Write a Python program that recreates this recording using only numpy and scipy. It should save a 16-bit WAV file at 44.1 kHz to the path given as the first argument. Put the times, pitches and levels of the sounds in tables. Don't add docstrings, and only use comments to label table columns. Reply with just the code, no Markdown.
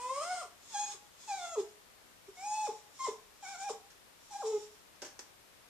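import sys
import numpy as np
from scipy import signal
from scipy.fft import rfft, irfft, next_fast_len
from scipy.io import wavfile
from scipy.ndimage import uniform_filter1d, map_coordinates

SR = 44100
rng = np.random.default_rng(int(sys.argv[2]) if len(sys.argv) > 2 else 0)


def magnitude_from_level(level_db):
    exponent = np.asarray(level_db, float) / 20
    return 10 ** exponent


def transcribe(u):
    v = np.clip(np.atleast_2d(u).T, -1, 1)
    q = np.round(v * 32767).astype(np.int16)
    wavfile.write(sys.argv[1], SR, q)


N = 250916


def unit(x):
    return x / np.sqrt(np.mean(x ** 2) + 1e-20)


def along(points, hz, axis=1):
    p = np.transpose(points)
    return np.interp(np.log(hz + 1), np.log(p[0] + 1), p[axis])


def curves(rows):
    s, *cols = np.transpose(rows)
    return [np.interp(np.arange(N) / SR, s, c) for c in cols]


def wobble(rate):
    knots = rng.standard_normal(int(N * rate / SR) + 4)
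    return map_coordinates(knots, [np.arange(N) * rate / SR])


def filtered(x, response):
    m = next_fast_len(x.shape[-1] + SR // 4)
    spectrum = rfft(x, m) * response(np.fft.rfftfreq(m, 1 / SR))
    return irfft(spectrum, m)[..., :x.shape[-1]]


def leaning(x, lean):
    return filtered(x, lambda hz: magnitude_from_level(along(lean, hz) * np.array([[.5], [-.5]])))


def hiss():
    # (frequency [Hz], density [dB per Hz])
    hiss_colour = [(15, -40), (25, -4.5), (70, -4), (202, -7.5), (511, -5), (1100, -6.5), (3630, -10.5),
                   (14000, -17)]
    # (frequency [Hz], level [dB])
    hiss_lean = [(60, -2.5), (180, 6.5), (540, 5.5), (1630, 5), (4910, 2.0), (14800, 0.5)]
    noise = unit(filtered(rng.standard_normal((2, N)), lambda hz: magnitude_from_level(along(hiss_colour, hz))))
    return magnitude_from_level(-63.5 + 3.5) * leaning(noise, hiss_lean)


def pair(size):
    # (frequency [Hz], likeness [0-1])
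    likeness = [(300, 1), (900, 0.88), (1800, 0.55), (3500, 0.12), (10000, 0.044)]

    def spread(hz):
        angle = np.arccos(np.clip(along(likeness, hz), 0, 1)) / 2
        return np.array([np.cos(angle), np.sin(angle)])

    mid, side = filtered(rng.standard_normal((2, size)), spread)
    return np.array([mid + side, mid - side])


def resonances(modes, f):
    power = sum(magnitude_from_level(2 * db) * (f * w) ** 2 / ((c * c - f * f) ** 2 + (f * w) ** 2) for c, w, db in modes)
    return np.sqrt(power / (1 + (f / 9500) ** 8))


def by_posture(layer):
    # (centre [Hz], width [Hz], level [dB])
    nose = [
        [(400, 70, -10), (990, 530, -3.5), (2160, 230, -5.5), (3190, 190, -3), (4170, 120, -1.5),
         (5280, 340, 0.5), (6900, 840, -0.5), (8410, 92, 5.5), (9400, 340, -7)],
        [(400, 81, -7.5), (1102, 380, -5), (2270, 310, -9), (3480, 212, 1.5), (4160, 360, -4),
         (5200, 450, -0.5), (6640, 490, 4.5), (7530, 530, -3), (8036, 230, -6.5)],
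        [(400, 160, -11), (1020, 290, -4), (2430, 340, -10.5), (3645, 550, -1.5), (4640, 190, -7),
         (5570, 475, 4), (6950, 530, 3.5), (7640, 450, -10.5), (8570, 150, -3)],
    ]
    head_turns = [.56, 2.0]
    posture = np.searchsorted(head_turns, np.arange(N) / SR)
    return sum((posture == i) * layer(modes) for i, modes in enumerate(nose))


def airflow():
    # (start [s], full [s], end [s], level [dB], fade [s])
    breaths = [(-.35, .25, 0.434, -43.5, 0.013), (0.616, 0.698, 0.92, -46.5, 0.055),
               (1.167, 1.277, 1.465, -48, 0.21), (2.28, 2.496, 2.71, -51, .12),
               (2.928, 3.025, 3.088, -47.5, .1), (3.362, 3.453, 3.65, -48.5, 0.086),
               (4.206, 4.34, 4.65, -51.5, 0.048)]
    # (time [s], level [dB])
    puffs = [(.452, -53), (1.6, -44.5), (2.666, -50), (3.085, -52), (3.708, -44), (4.47, -50.5)]
    faint_db, linger_s, puff_s = -66, .25, 0.012
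    t = np.arange(N) / SR
    flow = np.zeros(N)
    for s, full, end, db, fade in breaths:
        times = [s - .1, s, full, end, end + fade, end + fade + linger_s]
        levels = [-100, faint_db, db, db, faint_db, -80]
        flow += magnitude_from_level(np.interp(t, times, levels, right=-120))
    for s, db in puffs:
        flow += magnitude_from_level(db) * np.exp(-.5 * ((t - s) / puff_s) ** 2)
    return flow


def breath(gate, phase, pulsed=0.1, flutter_db=2.5):
    turbulence = pair(N)
    air = by_posture(lambda modes: unit(filtered(turbulence, lambda hz: resonances(modes, hz))))
    flow = airflow() * magnitude_from_level(-5.5 + flutter_db * wobble(30.044))
    return flow * (1 + pulsed * gate * np.cos(phase)) * air


def whine(high, colour, timbre, grunt):
    # (2nd partial, 3rd partial, overtones [dB re its level], unsteadiness [0-1])
    chest = (-17, -36.5, -26, 0.24)
    follow = (0.77, 0.54, 0.5)
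    usual_db, calm = -44, .3
    dip_at, dip_db, break_share = .42, 5, .65
    break_dull_db, break_waver = 11, 0.82
    rise_share, rise_db, droop_db = 0.29, 8, 2
    knee_s, knee_db, stop_s, stop_db = 0.0078, 8, .02, 49

    lands, hz, db, held, last_hz = grunt
    s, top_hz, top_db = high[-1]
    middle = (high[0][0] + s) / 2
    dip_s = s + dip_at * (lands - s)
    dip_hz = top_hz + break_share * (hz - top_hz)
    dip = (dip_s, dip_hz, min(top_db, db) - dip_db)

    head = []
    for p in [*high, dip]:
        followed = np.add(colour[:3], np.multiply(follow, p[2] - usual_db))
        partials = followed + np.multiply(timbre[2:], p[0] - middle)
        head.append((*p, *partials, colour[3] * magnitude_from_level(calm * (usual_db - p[2]))))
    head[-1] = (*head[-1][:4], head[-1][4] - break_dull_db, head[-1][5], break_waver)

    ends = lands + max(held, .001)
    low = [(lands, hz, db - rise_db),
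           (lands + rise_share * (ends - lands), hz, db),
           (ends, last_hz, db - droop_db),
           (ends + knee_s, last_hz, db - knee_db),
           (ends + stop_s, last_hz, db - stop_db)]
    return head + [(*p, *np.add(chest[:3], p[2]), chest[3]) for p in low]


def whimper():
    # (time [s], pitch [Hz], level [dB])
    rising = [(0, 487.4, -54), (0.107, 519.3, -48), (.2, 588.6, -42.5), (0.224, 645, -40.5),
              (.25, 689.7, -47.5), (.31, 731, -37), (0.371, 699.5, -51), (0.41, 683.6, -43)]
    brief = [(.7, 935, -67), (.736, 883.1, -57), (.748, 835.3, -36.5), (.765, 799.4, -39),
             (.8, 825.3, -41.5), (0.846, 833.6, -39.5), (0.902, 818.3, -60), (.935, 834.6, -60)]
    falling = [(1.275, 887, -56), (1.29, 850, -40.5), (1.321, 782.7, -37.5), (1.37, 777.7, -44),
               (1.408, 712, -48), (1.438, 700.6, -42), (1.464, 677.7, -46), (1.5, 678, -52),
               (1.552, 656, -44.5)]
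    gulp = [(2.266, 400, -77.5)]
    steady = [(2.37, 718, -60), (2.401, 745, -50.5), (2.454, 832, -41.5), (2.52, 847.7, -37.5),
              (2.56, 861, -34), (2.6, 859.5, -33.5), (2.63, 858.4, -33), (2.653, 847, -33),
              (2.666, 826, -40)]
    yelp = [(2.991, 1082, -52.5), (3.008, 1056, -36.5), (3.03, 1065, -49.5), (3.05, 1058, -33.5),
            (3.058, 1018, -37), (3.066, 966.3, -41)]
    shaky = [(3.427, 816, -55.5), (3.465, 741, -48), (3.495, 797.3, -49.5), (3.537, 763.5, -49.5),
             (3.556, 687, -50), (3.574, 748.4, -63.5), (3.6, 773, -48), (3.669, 821, -42),
             (3.692, 807.5, -43)]
    final = [(4.304, 838, -61.5), (4.311, 826, -49), (4.345, 797, -49.5), (4.365, 828.7, -42),
             (4.385, 823.6, -63), (4.41, 815, -43.5), (4.418, 790, -47)]
    # (2nd partial [dB], 3rd partial [dB], overtones [dB], unsteadiness [0-1])
    colours = [(-48, -60, -50.5, 0.43), (-48.5, -56.5, -47, 0.16), (-53, -58, -51, 0.25),
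               (-70, -78, -66, .16), (-59.5, -56.5, -53.5, 0.15), (-58, -59.5, -47, .24),
               (-48, -59, -53.5, .45), (-54, -64, -53.5, 0.7)]
    # (tilt [dB/octave], even over odd [dB], drift of 2nd, of 3rd, of overtones [dB/s])
    timbres = [(-7, -6.8, -12, 14, 13), (0.5, 8, -4, 41, 8), (1, -1.5, 16, -31.5, 13),
               (2, 0.1, 0.1, -4.5, -4.5), (1.5, -0.5, 4, -7, -2), (-7, 5.5, 80, 54, 33),
               (1.5, 0.5, -21, -3, -6), (1.5, -5, 38, 56, 13)]
    # (landing [s], pitch [Hz], level [dB], hold [s], last pitch [Hz])
    grunts = [(.455, 433.3, -52, .001, 430), (.946, 405.7, -53.5, 0.001096, 403),
              (1.574, 427.8, -29.5, 0.0278, 390.2), (2.284, 394, -48, .014, 414),
              (2.688, 442.4, -35, 0.0078, 429.4), (3.084, 442, -32, 0.0079, 426.5),
              (3.704, 452, -35.5, .008, 433.3), (4.443, 440.7, -30.5, .131, 420)]
    highs = [rising, brief, falling, gulp, steady, yelp, shaky, final]
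    whines = [whine(*parts) for parts in zip(highs, colours, timbres, grunts)]
    return whines, np.transpose(timbres)[:2]


def voice(jitter=0.014, shimmer_db=4, scatter_db=4.5, overtone_db=-7):
    # (frequency [Hz], level [dB])
    throat = [(800, -7.5), (1000, 8), (1250, 6), (1450, -1.5), (1750, -17), (2150, 3), (2550, -2),
              (3200, -2)]
    # (frequency [Hz], level [dB])
    tract = [(1900, 5), (2700, 6), (3500, -3.5), (5000, -3.5), (7000, -2), (9000, -3.5), (12000, 2)]
    whines, balance = whimper()
    pitch, *low_db, top_db, unsteady = curves(np.vstack(whines))
    unsteady = np.clip(unsteady, 0, 1)
    t = np.arange(N) / SR
    gate = sum((t >= w[0][0]) & (t < w[-1][0]) for w in whines) > 0
    gate = uniform_filter1d(gate * 1., 240)
    shaken_pitch = pitch * (1 + jitter * np.sqrt(unsteady) * wobble(60))
    phase = 2 * np.pi * np.cumsum(shaken_pitch) / SR

    x = np.zeros(N)
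    for k, db in enumerate(low_db):
        throat_db = (k > 0) * along(throat, (k + 1) * pitch)
        shimmer = (shimmer_db * unsteady + 0.16 * k) * wobble(50)
        x += magnitude_from_level(db + throat_db + shimmer) * np.sin((k + 1) * phase)

    top_db = top_db + overtone_db + 2 * np.minimum(0, low_db[0] + 57)
    slide = uniform_filter1d(np.abs(np.gradient(np.log(pitch))) * SR, 200)
    top_db = top_db - 0.5 * slide
    tilt_db, even_db = balance[:, np.searchsorted([w[0][0] for w in whines[1:]], t)]
    for k in range(4, 19):
        hz = k * pitch
        colour_db = along(tract, hz) + tilt_db * np.log2(hz / 5000) + even_db * (.5 - k % 2)
        nasal = by_posture(lambda modes: resonances(modes, hz) ** 1.165)
        x += magnitude_from_level(top_db + scatter_db * wobble(12) + colour_db) * nasal * np.sin(k * phase + k * k)
    return np.sqrt(2) * gate * x, gate, phase


def knocks():
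    # (time [s], peak [dB], thud over scuff [dB], length [s])
    contacts = [(3.903, -49.5, -16, 0.089), (4.958, -49, -14, .02), (5.018, -35, -11, 0.074),
                (5.024, -40, 1.5, 0.1), (5.046, -41.5, -7, 0.2), (5.191, -33.5, -6, 0.051)]
    # (frequency [Hz], density [dB per Hz])
    rustle = [(710, -31), (1200, -11), (1620, 1), (1960, -5), (3280, -3.5), (3590, -9), (6030, 3),
              (13000, -24)]
    # (frequency [Hz], density [dB per Hz])
    thump = [(88, -44), (150, -14), (348, 6), (562, 7), (1210, -4), (1800, -16), (2340, -35), (3960, -120)]
    out, t = np.zeros((2, N + SR)), np.arange(SR // 3) / SR
    for s, db, thud_db, t60 in contacts:
        scuff = unit(filtered(pair(len(t)), lambda hz: magnitude_from_level(along(rustle, hz))))
        thud = unit(filtered(pair(len(t)), lambda hz: magnitude_from_level(along(thump, hz))))
        decay = magnitude_from_level(db - 5.5 - 60 * t / max(t60, .005))
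        attack = 1 - np.exp(-t / 0.00086)
        out[:, round(s * SR):][:, :len(t)] += decay * attack * (scuff + magnitude_from_level(thud_db) * thud)
    return out[:, :N]


def room(x, gap=.004):
    # (frequency [Hz], t60 [s], level [dB])
    walls = [(200, 0.23, 3), (420, 0.38, -12), (850, 0.41, -2.5), (1190, 0.27, -0.5), (2480, 0.31, -3),
             (8000, 0.24, -3)]
    hz, t, z = signal.stft(pair(SR // 2), SR, nperseg=256)
    t60 = along(walls, hz)[:, None]
    even_energy = np.sqrt(6 * np.log(10) / (t60 * SR))
    fade = magnitude_from_level(along(walls, hz, axis=2)[:, None] - 60 * t / t60) * even_energy
    tail = signal.istft(z * fade, SR, nperseg=256)[1]
    tail = np.pad(tail, ((0, 0), (round(gap * SR), 0)))
    return x + signal.fftconvolve(x, tail, axes=1)[:, :N]


def scene():
    # (frequency [Hz], level [dB])
    dog_lean = [(300, -0.5), (1000, .5), (2400, -0.5), (4400, -1.5), (6000, -6.5), (8200, 13.5), (11000, 7)]
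    tone, gate, phase = voice()
    tones = np.array([np.roll(tone, 2), tone])
    dog = leaning(tones + breath(gate, phase), dog_lean)
    return room(dog + knocks()) + hiss()


def low_pass(x):
    return signal.sosfilt(signal.butter(12, 15380, fs=SR, output="sos"), x)


def record(dry):
    top_hz = 14230
    mix = filtered(dry, lambda hz: hz < top_hz)
    return low_pass(mix)


dry = scene()
out = record(dry)
transcribe(out)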